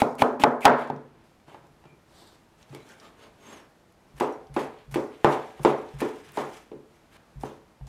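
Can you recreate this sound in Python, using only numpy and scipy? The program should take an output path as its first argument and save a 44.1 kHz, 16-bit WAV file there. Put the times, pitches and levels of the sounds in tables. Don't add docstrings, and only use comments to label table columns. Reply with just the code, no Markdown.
import sys
import numpy as np
from scipy import signal
from scipy.fft import rfft, irfft, next_fast_len
from scipy.io import wavfile
from scipy.ndimage import uniform_filter1d

SR = 44100
rng = np.random.default_rng(int(sys.argv[2]) if len(sys.argv) > 2 else 0)


def output_pcm(signal):
    pcm = np.clip(np.atleast_2d(signal).T, -1, 1) * 32767
    wavfile.write(sys.argv[1], SR, np.round(pcm).astype(np.int16))


def rack_gain(trim_db):
    fader = np.asarray(trim_db, float)
    return 10 ** (fader / 20)


N = 347508
CUT_S = 1.24

# hz, t60_s, after_chop_db, after_slice_db
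KITCHEN = [(100, 0.58, -13.5, -2.5), (145, 0.29, 11, -4), (194, 0.23, 10, 0.5), (260, 0.45, 1.5, 4),
           (330, 0.5, 4, 0), (417, 0.44, 7, 4.5), (670, 0.51, -2, -5), (963, 0.48, -1, -4.5),
           (1130, 0.44, -6, -8), (1550, 0.48, -10, -15.5), (2000, 0.43, -15.5, -14),
           (2300, 0.44, -20.5, -15), (2800, 0.24, -25, -14.5), (3300, 0.3, -30, -18.5),
           (4300, 0.34, -39.5, -27.5), (8700, 0.11, -48, -33)]
# mode_hz, t60_s, level_db
STANDING_WIDE = [(141.6, 0.41, -3), (211, 0.36, -9.5), (290, 0.38, -11.5), (311, 0.3, -7.5),
                 (354, 0.41, -4.5), (418, 0.43, -3.5), (437.4, 0.58, -8), (542, 0.47, -15),
                 (600, 0.34, -11), (769, 0.59, -17.5), (874, 0.36, -10.5), (969, 0.38, -16),
                 (1060, 0.36, -17), (1193, 0.17, -22.5)]
# mode_hz, level_db, t60_s
SLICE_BOARD = [(150, -2.5, 0.28), (294, 2, 0.02), (350, 5.5, 0.1), (432, 3.5, 0.049), (580, -18, 0.031),
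               (760, -4, 0.03), (850, -9, 0.03), (1010, 1.5, 0.04), (1176, -6, 0.027), (1337, -19, 0.011),
               (1780, -7.5, 0.014)]


def noise():
    return rng.standard_normal(N)


def unit(x):
    return x / np.sqrt(np.mean(x ** 2))


def band(x, lo_hz, hi_hz):
    edges_hz = [lo_hz, min(hi_hz, .45 * SR)]
    return signal.sosfilt(signal.butter(2, edges_hz, "bandpass", fs=SR, output="sos"), x)


def colour(x, points):
    hz, db = np.transpose(points)
    size = next_fast_len(N)
    f = np.maximum(np.arange(size // 2 + 1) * SR / size, 1)
    gain = rack_gain(np.interp(np.log(f), np.log(hz), db))
    return unit(irfft(rfft(x, size) * gain, size)[:N])


def add(out, s, x):
    i = max(int(s * SR), 0)
    out[i:i + len(x)] += x[:N - i]


def ring(hz, t60, seconds=.4, turn=0.):
    t = np.arange(int(seconds * SR)) / SR
    return np.sin(2 * np.pi * (hz * t + turn)) * np.exp(-np.log(1000) * t / t60)


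def grit(spread_db, rate):
    happens = rng.random(N) < rate / SR
    largest = 6
    size = rack_gain(spread_db * np.minimum(rng.exponential(size=N), largest))
    return unit(happens * noise() * size + 0.064 * noise())


def mottle(x):
    size, depth_db, width_hz, hold_s = 256, 2.2, 400, .015
    cells = signal.stft(x, nperseg=size)[2]
    field = rng.standard_normal(cells.shape)
    field = uniform_filter1d(field, int(width_hz * size / SR), axis=0)
    field = uniform_filter1d(field, int(2 * hold_s * SR / size), axis=1)
    return unit(signal.istft(cells * rack_gain(depth_db * unit(field)), nperseg=size)[1][:N])


def hum():
    # hz, level_db per Hz
    spectrum = [(12, -40.5), (20, -12.5), (53, -2.5), (120, -3.5), (234, -3.5), (301, -9.5), (328, -1.5),
                (367, -9.5), (410, -7), (446, -8.5), (897, -11), (2390, -21), (12800, -35), (16000, -44.5)]
    waver = unit(uniform_filter1d(noise(), SR // 8))
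    air = rack_gain(-59.5 + .7 * waver) * colour(noise(), spectrum)
    treble_share = .65
    dull = air - (1 - treble_share) * band(air, 2484, SR / 2)
    return np.where(np.arange(N) < CUT_S * SR, dull, air)


def kitchen(db, swing=0):
    seconds, gap_s, early_db = .6, 0.0032, 6.0
    t = np.arange(int(seconds * SR)) / SR
    hz, t60 = np.transpose(KITCHEN)[:2]
    scatter = rfft(rng.standard_normal(len(t)))
    f = np.log(np.maximum(np.arange(len(scatter)) * SR / len(t), 1))
    centres = np.log(np.r_[hz[0] / 2, hz, hz[-1] * 2])
    echo = 0
    for own, gain_db, long in zip(np.eye(len(hz)), db, t60):
        part = irfft(scatter * np.interp(f, centres, np.r_[0, own, 0]), len(t))
        echo = echo + rack_gain(gain_db) * part * np.exp(-np.log(1000) * t / long)
    arrival = np.clip(t / gap_s - .5, 0, 1) * rack_gain(early_db * np.exp(-t / 0.0061))
    return echo * arrival + swing * np.clip(t / 0.026, 0, 1)


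def presses():
    # start_s, peak_db, counter_db, board_hz
    loads = [
        (2.703, -35.5, -31, 139),
        (4.137, -42, -4, 139),
        (4.498, -35.5, -7, 140),
        (4.879, -36.5, -5, 139),
        (4.922, -30, -13, 138.7),
        (5.594, -38, -6, 141),
        (5.938, -30, -8, 140),
        (6.281, -47.5, -27, 141),
        (7.359, -34, -1, 136),
        (7.81, -33, -1, 134),
    ]
    out = np.zeros(N)
    rise = 1 - np.exp(-np.arange(int(.4 * SR)) / (0.006 * SR))
    for s, db, counter_db, hz in loads:
        counter = ring(54.0, 0.25, turn=0.14) + rack_gain(-9.0) * ring(85.0, 0.08)
        add(out, s, -rack_gain(db - 1) * rise * (ring(hz, 0.19) + rack_gain(counter_db) * counter))
    return out


def ticks():
    # start_s, peak_db, centre_hz
    touches = [(0.1526, -39, 6000), (0.193, -29, 2200), (0.677, -32, 4000), (0.682, -32, 4000),
               (0.7802, -46, 3030), (0.797, -41.5, 5000), (0.874, -43, 5000), (0.9623, -43.5, 4000),
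               (1.4, -47.5, 2500), (1.5457, -48, 1800), (1.6687, -50, 5056), (1.8397, -39, 1500),
               (2.6282, -36, 3200), (2.6947, -41, 3310), (2.739, -45, 3000), (2.7475, -31, 2800),
               (2.748, -31, 6000), (2.878, -45, 2100), (2.8898, -38, 5500), (2.907, -42, 3500),
               (2.92, -39, 4000), (2.9995, -33, 3300), (3.0046, -45, 6000), (3.179, -48, 1700),
               (3.408, -46, 1700), (3.9237, -49, 6740), (4.1244, -52, 3000), (4.1667, -43, 4320),
               (4.1782, -38, 2300), (4.3244, -46, 5800), (4.4696, -41, 3000), (4.5413, -35.5, 5000),
               (4.788, -40, 2500), (4.9135, -43, 1800), (4.928, -43.5, 3000), (5.137, -44, 2000),
               (5.2714, -34.5, 5500), (5.594, -34, 900), (5.6318, -37.5, 6000), (5.8886, -33, 2500),
               (5.987, -42, 5100), (6.003, -30, 2000), (6.09, -48.5, 11000), (6.1094, -53, 3080),
               (6.1594, -43, 3450), (6.242, -42, 2000), (6.2874, -50, 2000), (6.3195, -38, 11000),
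               (6.357, -40, 2600), (6.4245, -36, 1600), (6.6144, -46, 3769), (6.717, -44, 2000),
               (7.14, -42, 2400), (7.411, -37.5, 4000), (7.447, -47.5, 6120), (7.681, -56, 3300),
               (7.81, -41.5, 1000), (7.8694, -38, 4100)]
    out = np.zeros(N)
    chance = rng.standard_normal((len(touches), 500))
    fade = np.exp(-np.arange(500) / (.0025 * SR))
    for (s, db, hz), puff in zip(touches, chance):
        add(out, s, rack_gain(db - 2) * band(puff * fade, .7 * hz, 1.8 * hz))
    return out


def stroke(sound, curve, peak_s, rise_s, fall_s, db):
    rise_s, fall_s = max(rise_s, .002), max(fall_s, .002)
    first = max(int((peak_s - 2 * rise_s) * SR), 0)
    last = min(int((peak_s + 2 * fall_s) * SR), N)
    i = np.arange(first, last)
    t = i / SR - peak_s
    away = np.where(t < 0, -t / rise_s, t / fall_s)
    return np.bincount(i, sound[i] * rack_gain(db - 20 * away ** curve), N)


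def sliding():
    # peak_s, rise_s, fall_s, hiss_db, rumble_over_hiss_db
    sawing = [
        (1.48, 0.013, 0.17, -61, 11),
        (1.86, 0.042, 0.084, -74, 16),
        (2.23, 0.18, 0.21, -56.5, 0),
        (2.62, 0.075, 0.036, -62.5, 5),
        (2.75, 0.1, 0.16, -57, 6),
        (2.9, 0.052, .11, -55.5, 4),
        (3.03, 0.05, 0.11, -56.5, 9),
        (3.238, 0.1, 0.066, -56.5, 10),
        (3.52, 0.14, 0.13, -51.5, 8),
    ]
    # peak_s, rise_s, fall_s, hiss_db, rub_over_hiss_db
    skids = [(.03, 0.017, 0.18, -50.5, -24.5), (.235, .01, 0.13, -49, 1), (.45, 0.0088, 0.17, -53.5, -10.5),
             (.69, .03, 0.15, -49, 13), (.79, 0.034, 0.15, -53, 6.5), (4.22, 0.0079, 0.1, -43.5, 4.5),
             (4.33, .02, 0.089, -65, 3), (4.595, 0.041, 0.1, -42, 4), (4.81, 0.13, 0.073, -68, 14),
             (4.965, 0.011, 0.17, -49, -23.5), (5.15, 0.096, 0.034, -67.5, 14.5),
             (5.329, 0.095, 0.072, -41.5, 7), (5.449, 0.24, 1, -57.5, 6), (5.66, 0.0069, 0.09, -40.5, 8),
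             (5.95, 0.39, 0.076, -64, 3.5), (6.02, 0.034, 0.26, -47.5, 2.5), (6.248, 0.01, 0.057, -57.5, 5),
             (6.29, 0.014, 0.065, -61, 7), (6.389, 0.024, 0.078, -42, 2.5), (6.57, 0.25, 0.1, -50.5, 1.5),
             (6.96, 0.15, 0.085, -66, 1), (7.172, 0.19, 0.0025, -66, 6), (7.455, 0.026, 0.11, -49.5, 1.5),
             (7.878, 0.009, 0.022, -47, -1)]
    # start_s, end_s, centre_hz, width_hz, level_db
    singing = [(1.843, 1.946, 2370, 90, -60), (2.057, 2.41, 3740, 2210, -56.5),
               (2.08, 2.379, 8200, 2600, -67), (2.12, 2.36, 12500, 3500, -72.5),
               (2.744, 2.767, 2200, 250, -51), (2.795, 2.816, 2150, 200, -57),
               (2.795, 2.84, 3880, 250, -61), (2.89, 2.918, 1590, 350, -47), (2.908, 2.96, 1600, 500, -62),
               (3.01, 3.08, 1160, 298, -54), (3.015, 3.108, 3000, 3000, -63),
               (3.185, 3.296, 2950, 3020, -61), (3.171, 3.293, 6450, 150, -69),
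               (3.4, 3.455, 6480, 150, -64), (3.435, 3.512, 6390, 130, -55), (3.503, 3.568, 6530, 150, -55),
               (3.56, 3.585, 6160, 300, -57), (3.4, 3.45, 7450, 250, -72), (3.475, 3.525, 7400, 180, -56),
               (3.5, 3.61, 9700, 5000, -76), (3.025, 3.094, 7260, 500, -67),
               (3.444, 3.604, 10900, 300, -74), (3.58, 3.65, 5490, 130, -67), (4.22, 4.27, 7950, 400, -57),
               (4.313, 4.35, 5740, 400, -62), (4.536, 4.56, 10800, 505, -52),
               (4.578, 4.69, 10900, 605, -65), (5.278, 5.312, 6900, 300, -55.5),
               (5.293, 5.32, 11000, 1205, -54), (5.644, 5.72, 10600, 600, -58),
               (5.758, 5.808, 10860, 200, -67), (5.77, 5.79, 5800, 300, -61),
               (0.002, 0.012, 2300, 397, -30.5), (0.185, 0.224, 249, 150, -30.5),
               (0.192, 0.205, 2330, 500, -33.5), (0.207, 0.222, 3020, 900, -30.5),
               (0.396, 0.42, 260, 150, -29.5), (0.414, 0.435, 2680, 1200, -28.5),
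               (0.617, 0.645, 2300, 500, -33.5), (7.46, 7.54, 2900, 1200, -62)]
    # hz, level_db per Hz
    hiss_spectrum = [(2060, -29.5), (3500, -9.5), (5160, -4), (6400, -4), (6960, -5), (9500, -9),
                     (11100, -12), (15000, -19), (16000, -32.5)]
    rounded, pointed = 2, 1
    patches = rack_gain(1.4 * unit(uniform_filter1d(noise(), SR // 60)))
    slips = grit(1.5, 20000) * patches
    hiss = mottle(colour(slips, hiss_spectrum))
    rub = unit(band(slips, 950., 3300.0))
    rumble = unit(band(slips, 162.0, 1340.0))
    out = np.zeros(N)
    for *shape, wood_db in sawing:
        sound = hiss + rack_gain(wood_db / 2 - 1.5) * rub + rack_gain(wood_db) * rumble
        out += stroke(sound, rounded, *shape)
    for *shape, rub_db in skids:
        out += stroke(hiss + rack_gain(rub_db) * rub, pointed, *shape)
    for t0, t1, hz, width, db in singing:
        i, k = int(t0 * SR), int(t1 * SR)
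        swell = np.hanning(k - i) ** np.clip(width / 2000, .35, 1)
        out[i:k] += rack_gain(db) * swell * unit(band(slips[i:k], hz - width / 2, hz + width / 2))
    return out


def crunches():
    # start_s, end_s, start_db, end_db, treble_db
    bites = [(0, 0.043, -21.5, -49.5, -7), (0.182, 0.227, -36.5, -25.5, -5.5),
             (0.396, 0.435, -29, -32.5, -6.5), (0.605, 0.661, -43.5, -27, -5),
             (4.156, 4.19, -59, -42.5, -5), (4.198, 4.206, -20.5, -28, -8.5),
             (4.54, 4.572, -43.5, -48, -8.5), (4.91, 4.963, -43, -55, -2.5),
             (4.941, 4.954, -18.5, -38.5, -9), (5.605, 5.637, -65, -48, 3),
             (6.002, 6.015, -28, -31.5, -7.5), (5.984, 6.001, -50, -34.5, -6.5),
             (6.331, 6.375, -50, -36, -5), (7.399, 7.437, -55, -44.5, -2), (7.113, 7.17, -54, -47.5, -10),
             (5.633, 5.652, -39, -54, -1.5)]
    snaps = grit(2.2, 14000)
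    juicy = unit(band(snaps, 250., 3200.))
    cells = unit(band(snaps, 2000., 3000.)) * (np.arange(N) < CUT_S * SR)
    fizzy = mottle(band(snaps, 2600.0, 11000.0))
    out = np.zeros(N)
    for t0, t1, db0, db1, treble_db in bites:
        i, k = max(int(t0 * SR), 0), int(t1 * SR)
        onset = np.clip(np.arange(k - i) / (.0025 * SR), 0, 1)
        crackle = juicy[i:k] + rack_gain(-11.5) * cells[i:k] + rack_gain(treble_db) * fizzy[i:k]
        out[i:k] += onset * rack_gain(np.linspace(db0, db1, k - i)) * crackle
    return rack_gain(-1.5) * out


def share_db(hz, thud_db, body_db, crack_db):
    return np.interp(hz, [190, 240, 470, 560, 1300, 2600], [thud_db, body_db, body_db, -6, -6, crack_db])


def knocks(events, echoes, board, slap_db, wall_db, standing, wet_db):
    contact_s = .0014
    out = np.zeros(N)
    chance = rng.standard_normal((len(events), len(board), 3))
    cracks = rng.standard_normal((len(events), 600))
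    crack_fade = np.exp(-np.arange(600) / (0.0027 * SR))
    turns = rng.random(len(standing))
    waves = np.array([rack_gain(d) * ring(f, long, .6, turn) for (f, long, d), turn in zip(standing, turns)])
    wave_hz, wall_hz = np.array(standing)[:, 0], np.array(KITCHEN)[:, 0]
    for (s, db, *shares), (echo_db, bright_db), luck, crack in zip(events, echoes, chance, cracks):
        wood = rack_gain(slap_db) * ring(834 * (1 + .015 * luck[0, 1]), 0.03, .25)
        for (hz, mode_db, t60), (a, b, c) in zip(board, luck):
            level = rack_gain(mode_db + share_db(hz, *shares) + 0.5 * a)
            wood = wood + level * ring(hz * (1 + 0.0035 * b), t60, .25, .16 * c)
        push_ms = min(0.24 * rack_gain(-1.6 * db), .7)
        push = np.sin(np.pi * np.clip(np.arange(200) / (push_ms * SR / 1000), 0, 1))
        wood = np.convolve(wood, push / push.sum())
        wood = band(band(wood, 120., 3500.), 100., 5000.)
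        wood[:len(crack)] += rack_gain(shares[2] + 11.0) * band(crack, 1000.0, 3400.0) * crack_fade
        add(out, s + contact_s, rack_gain(db) * wood)
        swing = rack_gain(share_db(wave_hz, *shares) - 12.5) @ waves
        shaded_db = wall_db + share_db(wall_hz, *shares) + np.interp(wall_hz, [800, 1800], [0, bright_db])
        add(out, s + contact_s, rack_gain(db + wet_db + echo_db) * kitchen(shaded_db, swing))
    return band(out, 115., SR / 2)


def taps():
    # start_s, peak_db, thud_db, body_db, crack_db
    events = [(1.48, -41, -5, -13.5, -15), (1.516, -45, -3, -17.5, -27), (1.5435, -36, -14, -18.5, -15),
              (1.64, -47, 1.5, -13, -17), (1.838, -46, -14.5, -18.5, -16), (1.853, -47.5, 6.5, -9.5, -8.5),
              (1.925, -57.5, 3.5, -1, -20), (2.2195, -45, -18, -12, -19), (2.245, -57, -11.5, -9, -22.5),
              (2.727, -41.5, -4, -1.5, -26), (2.747, -40, -23, -3, -4), (5.594, -34, 4, -12, -21),
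              (0.645, -15, -21, -28, -22)]
    wall_db = np.array(KITCHEN)[:, 3]
    return knocks(events, np.zeros((len(events), 2)), SLICE_BOARD, -2.2, wall_db, STANDING_WIDE, 8.5)


def late_knocks():
    # start_s, peak_db, thud_db, body_db, crack_db
    events = [
        (7.4335, -23, -7.5, -8, -23),
        (7.81, -47, -4, -22.5, -18),
        (7.871, -47, -11, -7, -19),
    ]
    # echo_db, echo_above_1khz_db
    echoes = [(4, 0.46), (0.54, 0.5), (0.5, 0.5)]
    # mode_hz, level_db, t60_s
    rim_board = [(150, -10.5, 0.17), (276, 4, 0.056), (395, 2, 0.034), (720, -6, .03), (770, 1, 0.069),
                 (1125, -21, .03), (1770, -3, 0.017)]
    return knocks(events, echoes, rim_board, 1.1, np.array(KITCHEN)[:, 3], STANDING_WIDE, 3.3)


def slicing():
    # start_s, peak_db, thud_db, body_db, crack_db
    events = [
        (4.207, -13, -26, -11, -17.5),
        (4.5625, -15.5, -17, -9, -18.5),
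        (4.9565, -21.5, -14.5, -3.5, -13),
        (5.244, -3, -19, -13.5, -20),
        (5.6475, -7, -18, -9, -15),
        (6.016, -24, -16, -3, -11.5),
        (6.371, -17, -17.5, -12.5, -17),
        (6.715, -45, 1, 3.5, -11),
    ]
    # echo_db, echo_above_1khz_db
    echoes = [(2.4, -3), (0.5, 3), (3, 0), (0.61, 0), (1, -3.5), (4.2, 1), (2.5, 1.5), (4.4, -3)]
    return knocks(events, echoes, SLICE_BOARD, -1, np.array(KITCHEN)[:, 3], STANDING_WIDE, 11.08)


def chopping():
    # start_s, peak_db, thud_db, body_db, crack_db
    events = [
        (0.016, -6.5, -17.5, -12.5, -19.5),
        (0.19, -35, -2.5, -0.5, -4),
        (0.2175, -2, -26, -12, -24.5),
        (0.396, -30.5, -6.5, -2, -7.5),
        (0.434, 0.5, -23, -14, -17.5),
        (0.6505, 6.5, -21, -16, -12),
        (0.898, -22, -2.5, -4.5, -19.5),
    ]
    # echo_db, echo_above_1khz_db
    echoes = [(0.5, -9.5), (-3.5, -1.5), (0, -1.5), (-4.5, -1.5), (-0.5, -1), (-1.5, 3.5), (0, 2)]
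    # mode_hz, level_db, t60_s
    chop_board = [(150, -12.5, 0.18), (265, 4, 0.047), (423, -13.5, 0.48), (663, 2, 0.029),
                  (811, -8, 0.048), (825, 5.5, 0.031), (900, -3, 0.03), (1040, -1, 0.025),
                  (1237, -10, 0.0051), (1500, -9, 0.019), (1800, -9, 0.017)]
    # mode_hz, t60_s, level_db
    standing_close = [(141, 0.57, -6), (236, 0.69, -7.5), (253.6, 0.48, -2.5), (375.3, 0.27, -6),
                      (442, 0.42, -0.5), (580, 0.39, -9.5), (636, .3, -12.5), (703, .3, -8),
                      (875, 0.63, -21.5), (925, .3, -13.5), (1055, 0.18, -11), (1185, 0.27, -17.5),
                      (1265, 0.34, -14.5), (1385, 0.31, -15.5)]
    blows = knocks(events, echoes, chop_board, 1.5, np.array(KITCHEN)[:, 2], standing_close, 4.9)
    hold_samples = 50
    return np.r_[np.zeros(hold_samples), blows][:N]


def scene():
    board = chopping() + slicing() + taps() + late_knocks()
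    small = rack_gain(-6.0) * (crunches() + ticks() + sliding()) + presses()
    hz = np.array(KITCHEN)[:, 0]
    around = rack_gain(-31.0) * signal.fftconvolve(small, kitchen(-1.5 * np.log2(hz / 500)))[:N]
    return (board + small + around + hum())[None]


def roll_off(x):
    return signal.sosfilt(signal.butter(12, 15800, fs=SR, output="sos"), x)


def record(dry):
    ceiling = np.where(np.arange(N) < CUT_S * SR, .455, .56)
    return roll_off(np.clip(dry, -ceiling, ceiling))


dry = scene()
out = record(dry)
output_pcm(out)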